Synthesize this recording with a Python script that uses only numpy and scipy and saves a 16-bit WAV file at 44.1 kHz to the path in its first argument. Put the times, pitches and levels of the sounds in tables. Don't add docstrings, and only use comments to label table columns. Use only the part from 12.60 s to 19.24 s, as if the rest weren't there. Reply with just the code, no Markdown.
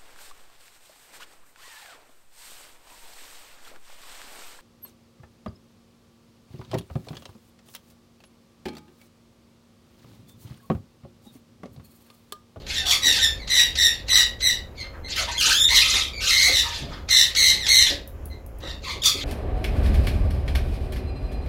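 import sys
import numpy as np
from scipy import signal
from scipy.fft import rfft, irfft
from scipy.io import wavfile
from scipy.ndimage import uniform_filter1d

SR = 44100
rng = np.random.default_rng(int(sys.argv[2]) if len(sys.argv) > 2 else 0)


def attenuation_scalar(level_db):
    decades = np.asarray(level_db, float) / 20
    return 10 ** decades


def dump_mix(stems):
    frames = np.atleast_2d(stems).T
    limited = np.clip(frames, -1, 1)
    pcm = np.round(limited * 32767).astype(np.int16)
    wavfile.write(sys.argv[1], SR, pcm)


N = 292824
STEP = 32

# pitch_hz, level_db (per Hz)
RASP_TONE = [(350, -51.5), (600, -11), (1030, -16.5), (1280, -8), (1960, -3), (2440, -2.5), (3890, 3),
             (7110, -6), (8860, -21.5), (11500, -21), (16000, -48.5)]


def unit(x):
    return x / np.sqrt(np.mean(x ** 2))


def colour(x, points):
    hz, db = np.transpose(points)
    f = np.log(np.arange(len(x) // 2 + 1) * SR / len(x) + 1)
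    return irfft(rfft(x) * attenuation_scalar(np.interp(f, np.log(hz), db)), len(x))


def band(x, lo_hz, hi_hz):
    return signal.sosfilt(signal.butter(2, [lo_hz, min(hi_hz, SR / 2.1)], "band", fs=SR, output="sos"), x)


def walk(rate_hz):
    once = band(rng.standard_normal(N), rate_hz / 2, rate_hz * 2)
    return unit(band(once, rate_hz / 2, rate_hz * 2))


def cooler():
    # pitch_hz, level_db (per Hz)
    air_tone = [(18, -14), (30, -6), (75, 0), (124, -16.5), (227, -17.5), (328, -20), (512, -20),
                (988, -30.5), (3140, -44.5), (3670, -53), (4780, -51.5), (7270, -50), (7870, -59),
                (13000, -52), (16000, -57.5)]
    # pitch_hz, level_db
    motor_lines = [(543.5, -56.5), (117.8, -52.5), (51.6, -46.5)]
    t = np.arange(N) / SR
    out = unit(colour(rng.standard_normal(N), air_tone)) * attenuation_scalar(-38 + 1.0 * walk(1.25))
    for hz, db in motor_lines:
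        out = out + attenuation_scalar(db + 2 + 0.95 * walk(2.7)) * np.sin(2 * np.pi * hz * t)
    return out


def handling():
    # start_s, level_db, pitch_hz, t60_s
    finger_thuds = [(0.449, -36, 340, 0.29), (2.859, -31.5, 375, 0.095), (3.328, -38, 316.7, 0.19),
                    (3.888, -21, 423.6, 0.085), (4.219, -38.5, 500, 0.21), (5.314, -49, 450.4, 0.13),
                    (6.03, -25, 410, 0.071), (6.353, -36, 467.7, 0.13), (6.539, -36, 353, 0.2),
                    (6.6, -29, 293, 0.064)]
    # start_s, level_db, pitch_hz, t60_s
    skin_rubs = [
        (2.23, -49, 1280, 0.2),
        (2.329, -42.5, 1350, 0.16),
        (4.2, -37.5, 192, 0.38),
        (4.301, -41.5, 1303, 0.3),
        (6.02, -44.5, 1093, 0.3),
        (5.299, -23, 434, 0.093),
    ]
    # start_s, level_db
    shaft_ticks = [
        (5.4755, -34.5),
        (5.656, -34.5),
        (5.8628, -38.5),
        (5.9863, -44.5),
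    ]
    out, t = np.zeros(N + SR), np.arange(SR // 2) / SR
    for s, db, hz, t60 in finger_thuds + skin_rubs:
        rub = unit(band(rng.standard_normal(len(t)), hz * 0.67, hz * 1.36))
        rub = rub * attenuation_scalar(-60 * t / max(t60, .02)) * np.minimum(t / 0.027, 1)
        out[int(s * SR):][:len(t)] += attenuation_scalar(db + 5.5) * rub
    for s, db in shaft_ticks:
        snap = unit(colour(rng.standard_normal(len(t)), [(3000, -24.0), (8000, -11), (10500, -0.5), (16000, -3)]))
        out[int(s * SR):][:len(t)] += attenuation_scalar(db) * snap * attenuation_scalar(-60 * t / 0.016)
    return out[:N]


def grunts():
    # start_s, length_s, pitch_hz, level_db
    low_notes = [(.2, 0.14, 765, -46), (1.55, 0.058, 1225, -46), (2.566, 0.049, 1395, -39.5),
                 (2.58, 0.076, 638, -42), (2.67, 0.049, 954, -38.5), (2.86, 0.061, 911, -44),
                 (3.1, 0.049, 967, -39.5), (3.87, 0.039, 724, -42.5), (4.04, 0.068, 938, -43),
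                 (4.019, 0.081, 1211, -45.5), (3.325, 0.086, 801, -49), (4.9, 0.069, 850, -51),
                 (5.05, 0.043, 833, -49), (6.25, 0.083, 1086, -42.5)]
    out, waver = np.zeros(N), 1 + 0.074 * walk(82.0)
    for s, length, hz, db in low_notes:
        at = slice(int(s * SR), int((s + length) * SR))
        phase = np.cumsum(2 * np.pi * hz * waver[at] / SR)
        note = np.sin(phase) + 0.5 * np.sin(2 * phase)
        out[at] += attenuation_scalar(db + 8.5) * np.sqrt(np.hanning(len(phase))) * note
    return out


def pops():
    # start_s, level_db
    partings = [(0.0643, -26), (0.8737, -20.5), (1.1526, -14), (1.48, -17.5), (1.8043, -19.5),
                (4.4867, -14.5), (4.7481, -11.5), (5.0638, -9), (6.0022, -38), (6.2196, -41), (6.2392, -39)]
    out, t = np.zeros(N), np.arange(SR // 20) / SR
    for s, db in partings:
        puff = unit(colour(rng.standard_normal(len(t)), RASP_TONE))
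        puff = puff * attenuation_scalar(-60 * t / 0.048) * np.minimum(t / 0.0054, 1)
        out[int(s * SR):][:len(t)] += attenuation_scalar(db - 4.5) * puff
    return out


def call(s, length, db, hz, last_hz, harsh_db, rule):
    t = np.arange(0, N + STEP, STEP) / SR - s
    rise = min(rule["attack_s"], length / 2)
    crest = rise + rule["crest"] * (length - rise)
    slip, slip_s, tail_s, onset_db = rule["slip"] * length, 0.09, .12, -35.5
    level = np.interp(t, [-rise, 0, rise, crest, length],
                      [-99, onset_db, -rule["swell_db"], 0, -rule["droop_db"]])
    level = db + level - rule["fall_db_s"] * np.maximum(t - length, 0)
    pitch = np.interp(t, [rise, length], [hz, last_hz])
    warble = np.interp(t, [rise, length], rule["warble"])
    half = harsh_db + np.interp(t, [slip, slip + slip_s], rule["half_db"])
    onset, hold, tail = rule["chaos_db"]
    chaos = np.interp(t, [0, rise, length, length + tail_s], [onset, hold + harsh_db, hold + harsh_db, tail])
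    return [level, pitch, warble, rule["low_db"] + 0 * t, half, chaos]


def sagging(rows, rule):
    return [call(s, length, db, hz, hz * (1 - rule["sag"]), harsh_db, rule)
            for s, length, db, hz, harsh_db in rows]


def gliding(rows, rule):
    return [call(s, length, db, hz, last_hz, 19 * abs(np.log2(last_hz / hz)), rule)
            for s, length, db, hz, last_hz in rows]


def peeps():
    # start_s, length_s, level_db, first_hz, last_hz
    thin_notes = [
        (.775, 0.058, -38, 2265, 2000),
        (2.425, 0.045, -35, 2072, 2070),
        (2.721, 0.058, -31, 2045, 2073),
        (3.515, .08, -31.5, 2346, 2251),
        (4.97, .09, -26.5, 2120, 1698),
        (5.688, 0.048, -44.5, 2050, 2017),
    ]
    return gliding(thin_notes, dict(
        attack_s=.022, swell_db=2.5, crest=1, droop_db=1, fall_db_s=397, warble=(0.016, 0.039), low_db=-5,
        slip=.6, half_db=(-41, -30.5), chaos_db=(1, -18.5, 3)))


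def rasps():
    # start_s, length_s, level_db, pitch_hz, harsh_db
    rough_calls = [(-.08, 0.098, -46.5, 2000, 4), (2.455, .09, -32, 1750, 9), (.51, .08, -21.5, 1800, -4.5),
                   (2.65, 0.081, -32.5, 1750, 16.5), (2.77, .16, -15, 2930, -2),
                   (3.185, .205, -19, 2400, 9.5), (3.585, 0.15, -19, 2700, -4.5),
                   (4.02, 0.17, -31, 1790, -5), (4.26, 0.094, -42.5, 2200, 5),
                   (5.24, 0.044, -20, 1880, -6.5), (6.215, 0.11, -29.5, 2270, -7),
                   (6.53, 0.091, -30.5, 2280, -7)]
    return sagging(rough_calls, dict(
        attack_s=.03, swell_db=3.5, crest=.75, droop_db=2, fall_db_s=216, sag=.03, warble=(.055, 0.073), low_db=-8,
        slip=0.26, half_db=(-1.5, -1), chaos_db=(29, 6.5, -5)))


def screeches():
    # start_s, length_s, level_db, pitch_hz, harsh_db
    hard_calls = [
        (.24, .105, -16, 2290, 2),
        (6.416, .065, -11.5, 2332, -0.5),
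    ]
    return sagging(hard_calls, dict(
        attack_s=0.023, swell_db=9.5, crest=0.64, droop_db=2.5, fall_db_s=243, sag=.01, warble=(0.039, 0.042),
        low_db=-40, slip=0.16, half_db=(1, -4.5), chaos_db=(7.5, -7.5, -12)))


def squawks():
    # start_s, length_s, level_db, pitch_hz, harsh_db
    swelling_calls = [
        (.125, 0.067, -21, 1898, 12),
        (.585, 0.066, -12.5, 1885, 1),
        (.872, 0.15, -12.5, 2000, 6.5),
        (1.148, .13, -12.5, 1951, 2),
        (2.145, .075, -31, 2230, 7.5),
        (5.995, .12, -34, 1950, 12),
    ]
    return sagging(swelling_calls, dict(
        attack_s=.035, swell_db=6, crest=0.82, droop_db=3, fall_db_s=234.5, sag=.055, warble=(0.048, .028),
        low_db=-6.5, slip=0.77, half_db=(-24.5, -12), chaos_db=(16.5, -19, -4.5)))


def cries():
    # start_s, length_s, level_db, pitch_hz, harsh_db
    breaking_calls = [
        (.398, .115, -13.5, 1953, 2),
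        (1.468, .14, -11.5, 2010, -1),
        (1.793, .11, -14, 2022, -5.5),
    ]
    return sagging(breaking_calls, dict(
        attack_s=.035, swell_db=5.5, crest=.6, droop_db=3.5, fall_db_s=237, sag=.045, warble=(.024, .034),
        low_db=-7.5, slip=0.31, half_db=(-39.5, -6.5), chaos_db=(6.5, -13, -11)))


def shrieks():
    # start_s, length_s, level_db, pitch_hz, harsh_db
    forced_calls = [
        (3.125, 0.055, -11, 2074, 11.5),
        (3.9, .1, -16, 1981, 6),
        (4.48, 0.14, -11.5, 2000, 2),
        (4.74, .165, -12, 2104, 2),
        (5.06, 0.16, -11, 2079, 0),
    ]
    return sagging(forced_calls, dict(
        attack_s=.028, swell_db=2, crest=.75, droop_db=1.5, fall_db_s=236.5, sag=.04, warble=(0.063, 0.057),
        low_db=-10, slip=.45, half_db=(-22, -12), chaos_db=(6.5, -19.5, 4.5)))


def yells():
    # start_s, length_s, level_db, pitch_hz, harsh_db
    climbing_calls = [
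        (.05, .095, -27.5, 1604, 10),
        (2.53, .075, -21.5, 1958, 14),
        (3.05, .095, -16, 2010, -1),
        (3.65, .235, -13, 2000, -3.5),
    ]
    return sagging(climbing_calls, dict(
        attack_s=.03, swell_db=7, crest=.9, droop_db=1, fall_db_s=241, sag=-.065, warble=(.06, 0.056),
        low_db=-5.5, slip=0.4, half_db=(-7.5, -19.5), chaos_db=(6, -6, 8.5)))


def squeals():
    # start_s, length_s, level_db, first_hz, last_hz
    high_calls = [
        (2.76, 0.052, -18, 3370, 3110),
        (2.91, .085, -15, 2999, 3620),
        (2.985, .07, -11, 3490, 3600),
        (6.41, 0.023, -21.5, 3458, 3730),
    ]
    return gliding(high_calls, dict(
        attack_s=.018, swell_db=2.5, crest=.85, droop_db=1.5, fall_db_s=304, warble=(0.037, 0.029), low_db=-4.5,
        slip=0.71, half_db=(-13, -28), chaos_db=(-6, -20.5, -9.5)))


def syrinx():
    jump_s, change_s = .003, .012
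    calls = squawks() + cries() + shrieks() + yells() + rasps() + screeches() + peeps() + squeals()
    calls = np.array(calls)
    loudest = calls[:, 0].argmax(axis=0)
    state = np.take_along_axis(calls, loudest[None, None], axis=0)[0]
    state[0] = 10 * np.log10(np.sum(attenuation_scalar(2 * calls[:, 0]), axis=0))
    state[1] = uniform_filter1d(state[1], size=max(int(jump_s * SR / STEP), 1))
    state[2:] = uniform_filter1d(state[2:], size=int(change_s * SR / STEP), axis=1)
    return [np.interp(np.arange(N) / STEP, np.arange(len(row)), row) for row in state]


def stack(phase, hz, order):
    return np.cos(order * phase + order * order) * (order * hz < 17000)


def torn(x, patchy_db, rate_hz):
    edges = 500 * 2 ** np.arange(0, 5.6, .5)
    return sum(attenuation_scalar(patchy_db * walk(rate_hz)) * band(x, lo, hi) for lo, hi in zip(edges, edges[1:]))


def warbling_tones(hz, warble, low_db, half_db):
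    # pitch_hz, level_db
    throat_tone = [(500, -59), (1100, -19.5), (2000, -5), (3000, -1), (3800, 2), (4800, -3.5), (5700, -5.5),
                   (7500, -11), (8600, -18), (9500, -16.5), (12000, -18), (16000, -25)]
    flap = np.cumsum(2 * np.pi * 73. * (1 + 0.1818 * walk(12.)) / SR)
    pull = np.sin(flap) + .3 * np.sin(2 * flap) + .2 * np.cos(2 * flap) + .12 * walk(120.)
    phase = np.cumsum(np.pi * hz * (1 + warble * pull) / SR)
    low_db = np.where(hz > 2700, -8, low_db)
    main = attenuation_scalar(low_db + 7.0) * stack(phase, hz / 2, order=2)
    main = main + sum(stack(phase, hz / 2, order=k) for k in range(4, 18, 2))
    under = attenuation_scalar(np.where(hz > 2600, -12, -3)) * stack(phase, hz / 2, order=1)
    half = under + sum(stack(phase, hz / 2, order=k) for k in range(3, 18, 2))
    half = half * attenuation_scalar(2.9 * walk(37.0))
    return unit(colour(main + attenuation_scalar(half_db) * half, throat_tone)) * attenuation_scalar(2.83 * walk(80.))


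def chaotic_rasp(hz):
    lurch = hz / 2 * (1 + .16 * np.tanh(walk(45.)) + .08 * walk(200.))
    wild = np.cumsum(2 * np.pi * lurch / SR)
    rasp = colour(sum(stack(wild, lurch, order=k) for k in range(1, 18)), RASP_TONE)
    return unit(torn(rasp, patchy_db=3.5, rate_hz=14.))


def beak(voice, db, half_db, chaos_db):
    upper = colour(voice, [(4600, -60.5), (5300, -1.5)])
    soft_db = 0.026 * np.minimum(chaos_db, 0) * np.maximum(-24.5 - db, 0)
    upper_db = np.clip(0.26 * (db + 18) + soft_db, -30, 4)
    voice = voice + (attenuation_scalar(upper_db) - 1) * upper
    air_db = -19 + 0.07 * (db + 5.5) + 1.2 * attenuation_scalar(np.minimum(half_db, 0)) + 0.13 * np.clip(chaos_db, -15, 8)
    air = colour(voice, [(7900, -66.5), (8600, 2.0)])
    return voice + (attenuation_scalar(air_db + 20.0) - 1) * air


def parrot():
    db, hz, warble, low_db, half_db, chaos_db = syrinx()
    voice = warbling_tones(hz, warble, low_db, half_db) + attenuation_scalar(chaos_db) * chaotic_rasp(hz)
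    voice = voice / np.sqrt(1 + attenuation_scalar(2 * chaos_db))
    return attenuation_scalar(db - 1.0) * beak(voice, db, half_db, chaos_db)


def room(x):
    # pitch_hz, t60_s, level_db
    wall_echo = [(300, 0.49, 0.5), (2000, 0.27, 4), (5070, 0.16, 3.5), (11700, 0.23, 2.5)]
    room_db = -3
    t, tail = np.arange(SR // 2) / SR, 0
    room_hz, t60s, dbs = np.transpose(wall_echo)
    for hz in 125 * 2. ** np.arange(8):
        fade_db = np.interp(hz, room_hz, dbs) - 60 * t / np.interp(hz, room_hz, t60s)
        octave = band(rng.standard_normal(len(t)), hz / np.sqrt(2), hz * np.sqrt(2))
        tail = tail + octave * attenuation_scalar(fade_db)
    tail = tail * (t > .003)
    return x + attenuation_scalar(room_db) * signal.fftconvolve(x, tail / np.sqrt(np.sum(tail ** 2)))[:N]


def scene():
    return (room(parrot() + pops() + grunts() + handling()) + cooler())[None]


def starve(x, under_db, spread, thrift):
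    spec = signal.stft(x, nperseg=2048)[2]
    edges = np.unique(np.round(100 * 1.04 ** np.arange(56)).astype(int))
    widths = np.diff(edges, append=len(spec))
    power = np.add.reduceat(np.abs(spec) ** 2, edges, axis=0) / widths[:, None]
    db = 10 * np.log10(power + 1e-20)
    number = np.arange(len(edges))
    steps = number[:, None] - number
    fall = spread * np.where(steps > 0, steps, -3 * steps)
    mask = np.max(db[None] - fall[:, :, None], axis=1) - under_db + thrift * number[:, None]
    mask = mask + 6 * uniform_filter1d(rng.standard_normal(db.shape), size=4)
    mask = mask + .3 * (db.max(0) - db.max() + 12)
    spec[edges[0]:] *= np.repeat(db > mask, widths, axis=0)
    return signal.istft(spec, nperseg=2048)[1][:N]


def band_limit(x):
    return signal.sosfilt(signal.butter(12, 16520, fs=SR, output="sos"), x)


def record(dry):
    rounded = dry / (1 + dry ** 6) ** (1 / 6)
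    top = signal.ellip(10, .2, 60, 16100, fs=SR, output="sos")
    thin = starve(signal.sosfilt(top, rounded[0]), under_db=28, spread=.6, thrift=.24)
    return band_limit(thin[None])


dry = scene()
out = record(dry)
dump_mix(out)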